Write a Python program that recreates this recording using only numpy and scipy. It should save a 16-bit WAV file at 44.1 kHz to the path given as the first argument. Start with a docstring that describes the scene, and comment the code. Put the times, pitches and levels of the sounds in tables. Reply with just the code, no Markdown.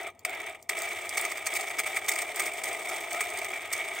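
"""In a quiet, dry room, a small plastic drive mechanism runs close by.
It makes two short, groaning starts, then grinds on in about four surges a second. Friction shakes the
housing, which rasps at the pitches where it likes to ring. Again and again the sliding part catches
and chatters free, and hard edges click. Soft room noise and a faint hum lie below."""
import sys
import numpy as np
from scipy import signal
from scipy.fft import rfft, irfft, next_fast_len
from scipy.io import wavfile
from scipy.ndimage import uniform_filter1d

SR = 44100
rng = np.random.default_rng(int(sys.argv[2]) if len(sys.argv) > 2 else 0)


def int16_out(signal):
    """Quantize to a 16-bit WAV file."""
    q = np.round(np.clip(np.atleast_2d(signal).T, -1, 1) * 32767)
    wavfile.write(sys.argv[1], SR, q.astype(np.int16))


N = 176400
T = np.arange(N) / SR
SIZE = next_fast_len(N + SR // 2)   # spare room for ringing to die away
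HZ = np.maximum(np.fft.rfftfreq(SIZE, 1 / SR), 1)

# The tone of the room noise. Each row: frequency in Hz, relative level in dB.
ROOM_TONE = [(30, -6), (60, 5), (800, 5), (2300, -32), (16000, -45)]
# Where the housing rings. Each row: frequency in Hz, width in Hz, boost in dB.
RESONANCES = [(397.6, 165, 10), (635, 45, 8.5), (693, 49, 9), (776, 73, 5), (1249, 138, 11),
              (2266, 280, 13), (3300, 280, 10), (3647, 220, 11.5), (6383, 107, 12), (7790, 270, 1.5),
              (8800, 130, -0.5), (16200, 380, -5)]
# The tones of four forces that shake the housing. Each row: frequency in Hz, relative level in dB.
GROWL_TONE = [(265, -15.5), (350, -3.5), (520, -7), (650, 1), (900, -0.5), (2200, -46)]
RASP_TONE = [(500, -30), (1150, -5.5), (1500, -5), (1950, 4), (3650, -11.5), (4200, -15), (7000, -38)]
KNOCK_TONE = [(450, -15.5), (900, 0.5), (1500, -0.5), (2000, 11), (3700, -10.5), (6000, -26.5)]
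SNAP_TONE = [(2500, -26.5), (4600, 1), (6800, 0), (8700, 10), (10900, -11.5), (12500, -8), (14700, 1.5),
             (16000, -1.5)]
# The short groans. Each row: start in seconds, length in seconds, starting pitch in Hz, level in dB.
GROAN_EVENTS = [(0.005, 0.057, 725, -47), (0.062, 0.035, 642, -43), (0.269, 0.045, 732, -42.5),
                (2.87, 0.079, 700, -40.5), (3.132, 0.08, 698, -40.5)]
# A hard edge clicks once. Each row: start in seconds, level in dB.
EDGE_CLICKS = [(0.1925, -45), (0.6265, -42), (0.789, -29.5), (0.8195, -24.5), (1.0925, -27), (1.2125, -25),
               (1.459, -29), (1.5385, -29), (1.6095, -27.5), (2.3605, -25), (2.892, -31), (2.9675, -35),
               (3.1305, -28), (3.302, -33.5), (3.3735, -33), (3.388, -28.5)]
# The sliding part catches. Each row: start in seconds, length in seconds, knock in dB, snap in dB.
CATCH_EVENTS = [(0.25, 0.0034, -25, -29.5), (0.548, 0.0086, -43.5, -55), (0.6929, 0.0063, -23.5, -28),
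                (1.049, 0.0064, -36, -49), (1.1727, 0.0086, -28, -28.5), (1.251, 0.0031, -31, -31),
                (1.316, 0.0066, -31.5, -36.5), (1.373, 0.0084, -36.5, -40.5), (1.466, 0.0074, -29, -27),
                (1.552, 0.022, -31, -32.5), (1.788, 0.014, -25.5, -29.5), (1.862, 0.014, -33.5, -36.5),
                (1.963, 0.014, -28, -34), (2.0838, 0.011, -26, -24.5), (2.1165, 0.0076, -31, -30.5),
                (2.157, 0.0051, -32.5, -32.5), (2.187, 0.0046, -30, -31.5), (2.2175, 0.0064, -33.5, -32),
                (2.396, 0.0094, -27, -29), (2.4626, 0.0052, -33, -34.5), (2.637, 0.0069, -36, -32),
                (3.207, 0.0089, -26.5, -31), (3.7278, 0.0097, -30.5, -29)]
# How hard the drive pushes. Each row: time in seconds, level in dB.
DRIVE_LEVELS = [(0, -42), (0.085, -45.5), (0.125, -61.5), (0.245, -60), (0.26, -43), (0.49, -45),
                (0.61, -59.5), (0.685, -63.5), (0.71, -42.5), (0.9, -42), (1.07, -46), (1.2, -39.5),
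                (1.44, -46.5), (1.52, -40.5), (1.75, -43.5), (1.93, -41.5), (2.05, -45), (2.12, -39.5),
                (2.31, -43.5), (2.41, -38.5), (2.58, -43.5), (2.65, -38.5), (2.845, -42.5), (2.9, -39.5),
                (3.09, -42.5), (3.15, -39.5), (3.32, -43), (3.42, -41), (3.71, -45.5), (3.79, -41.5),
                (4.0, -43)]
# How rough the contact is. Each row: time in seconds, extra rasp in dB, extra grit in dB.
ROUGHNESS = [(.45, 2, -4.5), (.8, 3.5, 2), (2.2, 1.5, 1), (2.8, 0, 0), (3.75, 3, 0.5)]
# Which way the sound leans. Each row: frequency in Hz, left minus right in dB.
BALANCE = [(200, -1), (900, 4.5), (2200, -1), (3000, 0)]
# How wide the sound is. Each row: frequency in Hz, gain of the side signal in dB.
STEREO_WIDTH = [(400, -13.5), (900, -9), (1800, -35), (2600, -7.5), (12000, -15)]

USUAL_DRIVE_DB, STALL_DB = -43, -49
GRIT_FOLLOWS = 1.44   # dB of grit and crackle for each dB of push
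JUDDER_HZ = (3.9, 54.5)   # slowest and fastest shaking of the contact
TOP_HZ = 15900


def from_db(db):
    """Turn decibels into a number to multiply by."""
    return 10 ** (np.asarray(db) / 20)


def rms_one(x):
    """Scale a signal to an average power of one."""
    return x / np.sqrt(np.mean(np.abs(x) ** 2) + 1e-20)


def in_time(rows):
    """Join a table's points with lines, giving each column a value at every sample."""
    times, *columns = np.transpose(rows)
    return [np.interp(T, times, column) for column in columns]


def over_hz(points):
    """Join a table's points, giving a value at every frequency."""
    hz, values = np.transpose(points)
    return np.interp(np.log(HZ), np.log(hz), values)


def wobble(low_hz, high_hz):
    """Random movement between two rates, with a typical size of one."""
    band = 1 / np.sqrt((1 + (low_hz / HZ) ** 4) * (1 + (HZ / high_hz) ** 6))
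    return rms_one(irfft(rfft(rng.standard_normal(SIZE)) * band, SIZE)[:N])


def reflections(fade_s):
    """The spectrum of many tiny echoes that fade by 60 dB in the given time."""
    return rms_one(rfft(rng.standard_normal(N) * from_db(-60 * T / fade_s), SIZE))


def room_noise(level_db=-65):
    """A soft, low rush of noise in the room."""
    spectrum = rfft(rng.standard_normal((2, SIZE))) * from_db(over_hz(ROOM_TONE))
    return from_db(level_db) * rms_one(irfft(spectrum, SIZE)[:, :N])


def hum(hz=92, level_db=-73, waver_db=4.5):
    """A faint low tone that wavers in pitch and loudness."""
    tone = np.sqrt(2) * np.sin(2 * np.pi * hz * T + 0.47 * wobble(0.81, 1.7))
    return from_db(level_db + waver_db * wobble(1.6, 17.0)) * tone


def housing(force, tone, low_hz=168):
    """A force with the given tone rings the housing, which is too small to give off much bass."""
    boosts = sum(db / (1 + (2 * (HZ - hz) / width) ** 2) for hz, width, db in RESONANCES)
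    gain = rms_one(from_db(over_hz(tone) + boosts) / (1 + (low_hz / (HZ + 10)) ** 2))
    # Shape the filter so that the ringing comes after each push, never before it.
    cepstrum = irfft(np.log(gain), SIZE)
    cepstrum[1:SIZE // 2] *= 2
    cepstrum[SIZE // 2 + 1:] = 0
    return irfft(rfft(force, SIZE) * np.exp(rfft(cepstrum, SIZE)), SIZE)[:, :N]


def groans(sag_hz_per_s=470, octave_db=-8):
    """The rubbing part sticks and slips so fast that it makes tones, which swell, sag and fade."""
    sound, waver_hz = 0, 34 * wobble(*JUDDER_HZ)
    for start, length, hz, db in GROAN_EVENTS:
        age = np.clip(T - start, 0, length)
        phase = 2 * np.pi * np.cumsum(hz - sag_hz_per_s * age + waver_hz) / SR
        swell = np.sqrt(age * (length - age))
        force = swell * (np.sin(phase) + from_db(octave_db) * np.sin(2 * phase))
        sound += from_db(db) * np.sqrt(length * SR / N) * rms_one(housing(force[None], KNOCK_TONE))
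    return sound * [[1], [0]]   # in the middle only


def clicks(crackle_per_s=33, crackle_db=-39, decay_s=0.002, pitch_count=40):
    """Hard edges click over a faint crackle that follows the push; each rings at its own pitches."""
    push_db = in_time(DRIVE_LEVELS)[0] - USUAL_DRIVE_DB
    moments = rng.integers(0, N, int(crackle_per_s * N / SR))
    crackle = [(i / SR, crackle_db + GRIT_FOLLOWS * push_db[i] + 2 * rng.standard_normal())
               for i in moments]
    force, t = np.zeros((2, N + SR)), T[:SR // 20]
    for start, db in list(EDGE_CLICKS) + crackle:
        pitches_hz = rng.uniform(1990, TOP_HZ, (pitch_count, 1))
        ring = rng.choice([-1, 1], (2, pitch_count)) @ np.sin(2 * np.pi * pitches_hz * t)
        first = int(start * SR)
        force[:, first:first + len(t)] += from_db(db) * rms_one(ring) * np.exp(-t / decay_s)
    return housing(force[:, :N], SNAP_TONE)


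def catches(slips_per_s=360, slip_decay_s=0.003, swell_share=0.18, release_s=0.002):
    """The part catches, then chatters free in quick puffs of friction: a low knock and a high snap."""
    force, t = np.zeros((2, 2, N + SR)), T[:SR // 10] - 1 / 20
    for start, length, knock_db, snap_db in CATCH_EVENTS:
        since_slip = t % (rng.uniform(.8, 1.2) / slips_per_s)
        build_up = np.minimum(t, 0) / (swell_share * length)
        release = np.maximum(t - length, 0) / release_s
        shape = np.exp(build_up - release - since_slip / slip_decay_s)
        puffs = rng.standard_normal((2, 2, len(t))) * shape
        tone_db = 2.5 * rms_one(uniform_filter1d(rng.standard_normal(len(t) // 2 + 1), size=40))
        for _ in range(2):   # even out the noise so each catch rings every resonance, in its own tone
            even = irfft(np.exp(1j * np.angle(rfft(puffs))) * from_db(tone_db), len(t))
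            loudness = np.sqrt(np.abs(uniform_filter1d(even ** 2, size=32)) + 1e-18)
            puffs = even / loudness * shape
        puffs *= np.sqrt((length + release_s) * SR / np.sum(puffs ** 2, axis=-1, keepdims=True))
        first = int((start + t[0]) * SR)
        force[..., first:first + len(t)] += puffs * from_db([[[knock_db]], [[snap_db]]])
    knock, snap = force[..., :N]
    return housing(knock, KNOCK_TONE) + housing(snap, SNAP_TONE)


def grains(per_s, spread_db):
    """Tiny random collisions of uneven size."""
    sizes = from_db(spread_db * np.minimum(rng.exponential(1, N), 3))
    return rms_one(sizes * rng.choice([-1, 1], (2, N)) * (rng.random(N) < per_s / SR))


def grinding(growl_db=-42.5, rasp_db=-41.5, grit_db=-49.5):
    """Sliding friction: growl, rasp and fine grit surge with the push and dip as the contact shakes."""
    drive_db, = in_time(DRIVE_LEVELS)
    extra_rasp_db, extra_grit_db = in_time(ROUGHNESS)
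    push_db = drive_db - USUAL_DRIVE_DB
    stall_db = .9 * np.minimum(drive_db - STALL_DB, 0)   # a weak push loses even more rasp
    judder = 2 * np.log1p(.85 * np.tanh(wobble(*JUDDER_HZ) / 2))   # deep dips, small peaks
    clumps_db = 3 * np.tanh(wobble(JUDDER_HZ[0], 150))   # the grit comes in quick clumps
    growl_gain = from_db(growl_db + push_db + 1.1 * judder)
    rasp_gain = from_db(rasp_db + extra_rasp_db + push_db + stall_db + 3 * judder)
    grit_gain = from_db(grit_db + extra_grit_db + GRIT_FOLLOWS * push_db + 3 * judder + clumps_db)
    growl = housing(grains(per_s=5000, spread_db=4) * growl_gain, GROWL_TONE)
    rasp = housing(grains(per_s=4000, spread_db=2) * rasp_gain, RASP_TONE)
    grit = housing(grains(per_s=11000, spread_db=3) * grit_gain, SNAP_TONE)
    return growl + rasp + grit


def scene():
    """Mix it all: the treble rings on in the small parts, and close echoes spread it left and right."""
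    treble = HZ / (HZ - 2500j)   # passes what lies above about 2500 Hz
    ringing = from_db(-6.5) * reflections(fade_s=.07) * treble
    background = rfft(room_noise() + hum(), SIZE)
    mechanism = rfft(grinding() + catches() + groans() + clicks(), SIZE)
    # Two rows: the middle, shared by both ears, and the spread, which makes them differ.
    middle, spread = background + mechanism * (1 + ringing)
    near_echoes = 1j * middle * rms_one(reflections(fade_s=.004).real) * np.abs(treble) ** 2
    side = (spread + near_echoes) * from_db(over_hz(STEREO_WIDTH))
    lean = from_db(over_hz(BALANCE) / 2)
    return irfft(np.array([middle * lean + side, middle / lean - side]), SIZE)[:, :N]


def record(dry):
    """Cut off the very highest treble steeply."""
    return signal.sosfilt(signal.ellip(10, .2, 70, TOP_HZ, fs=SR, output="sos"), dry)


dry = scene()
out = record(dry)
int16_out(out)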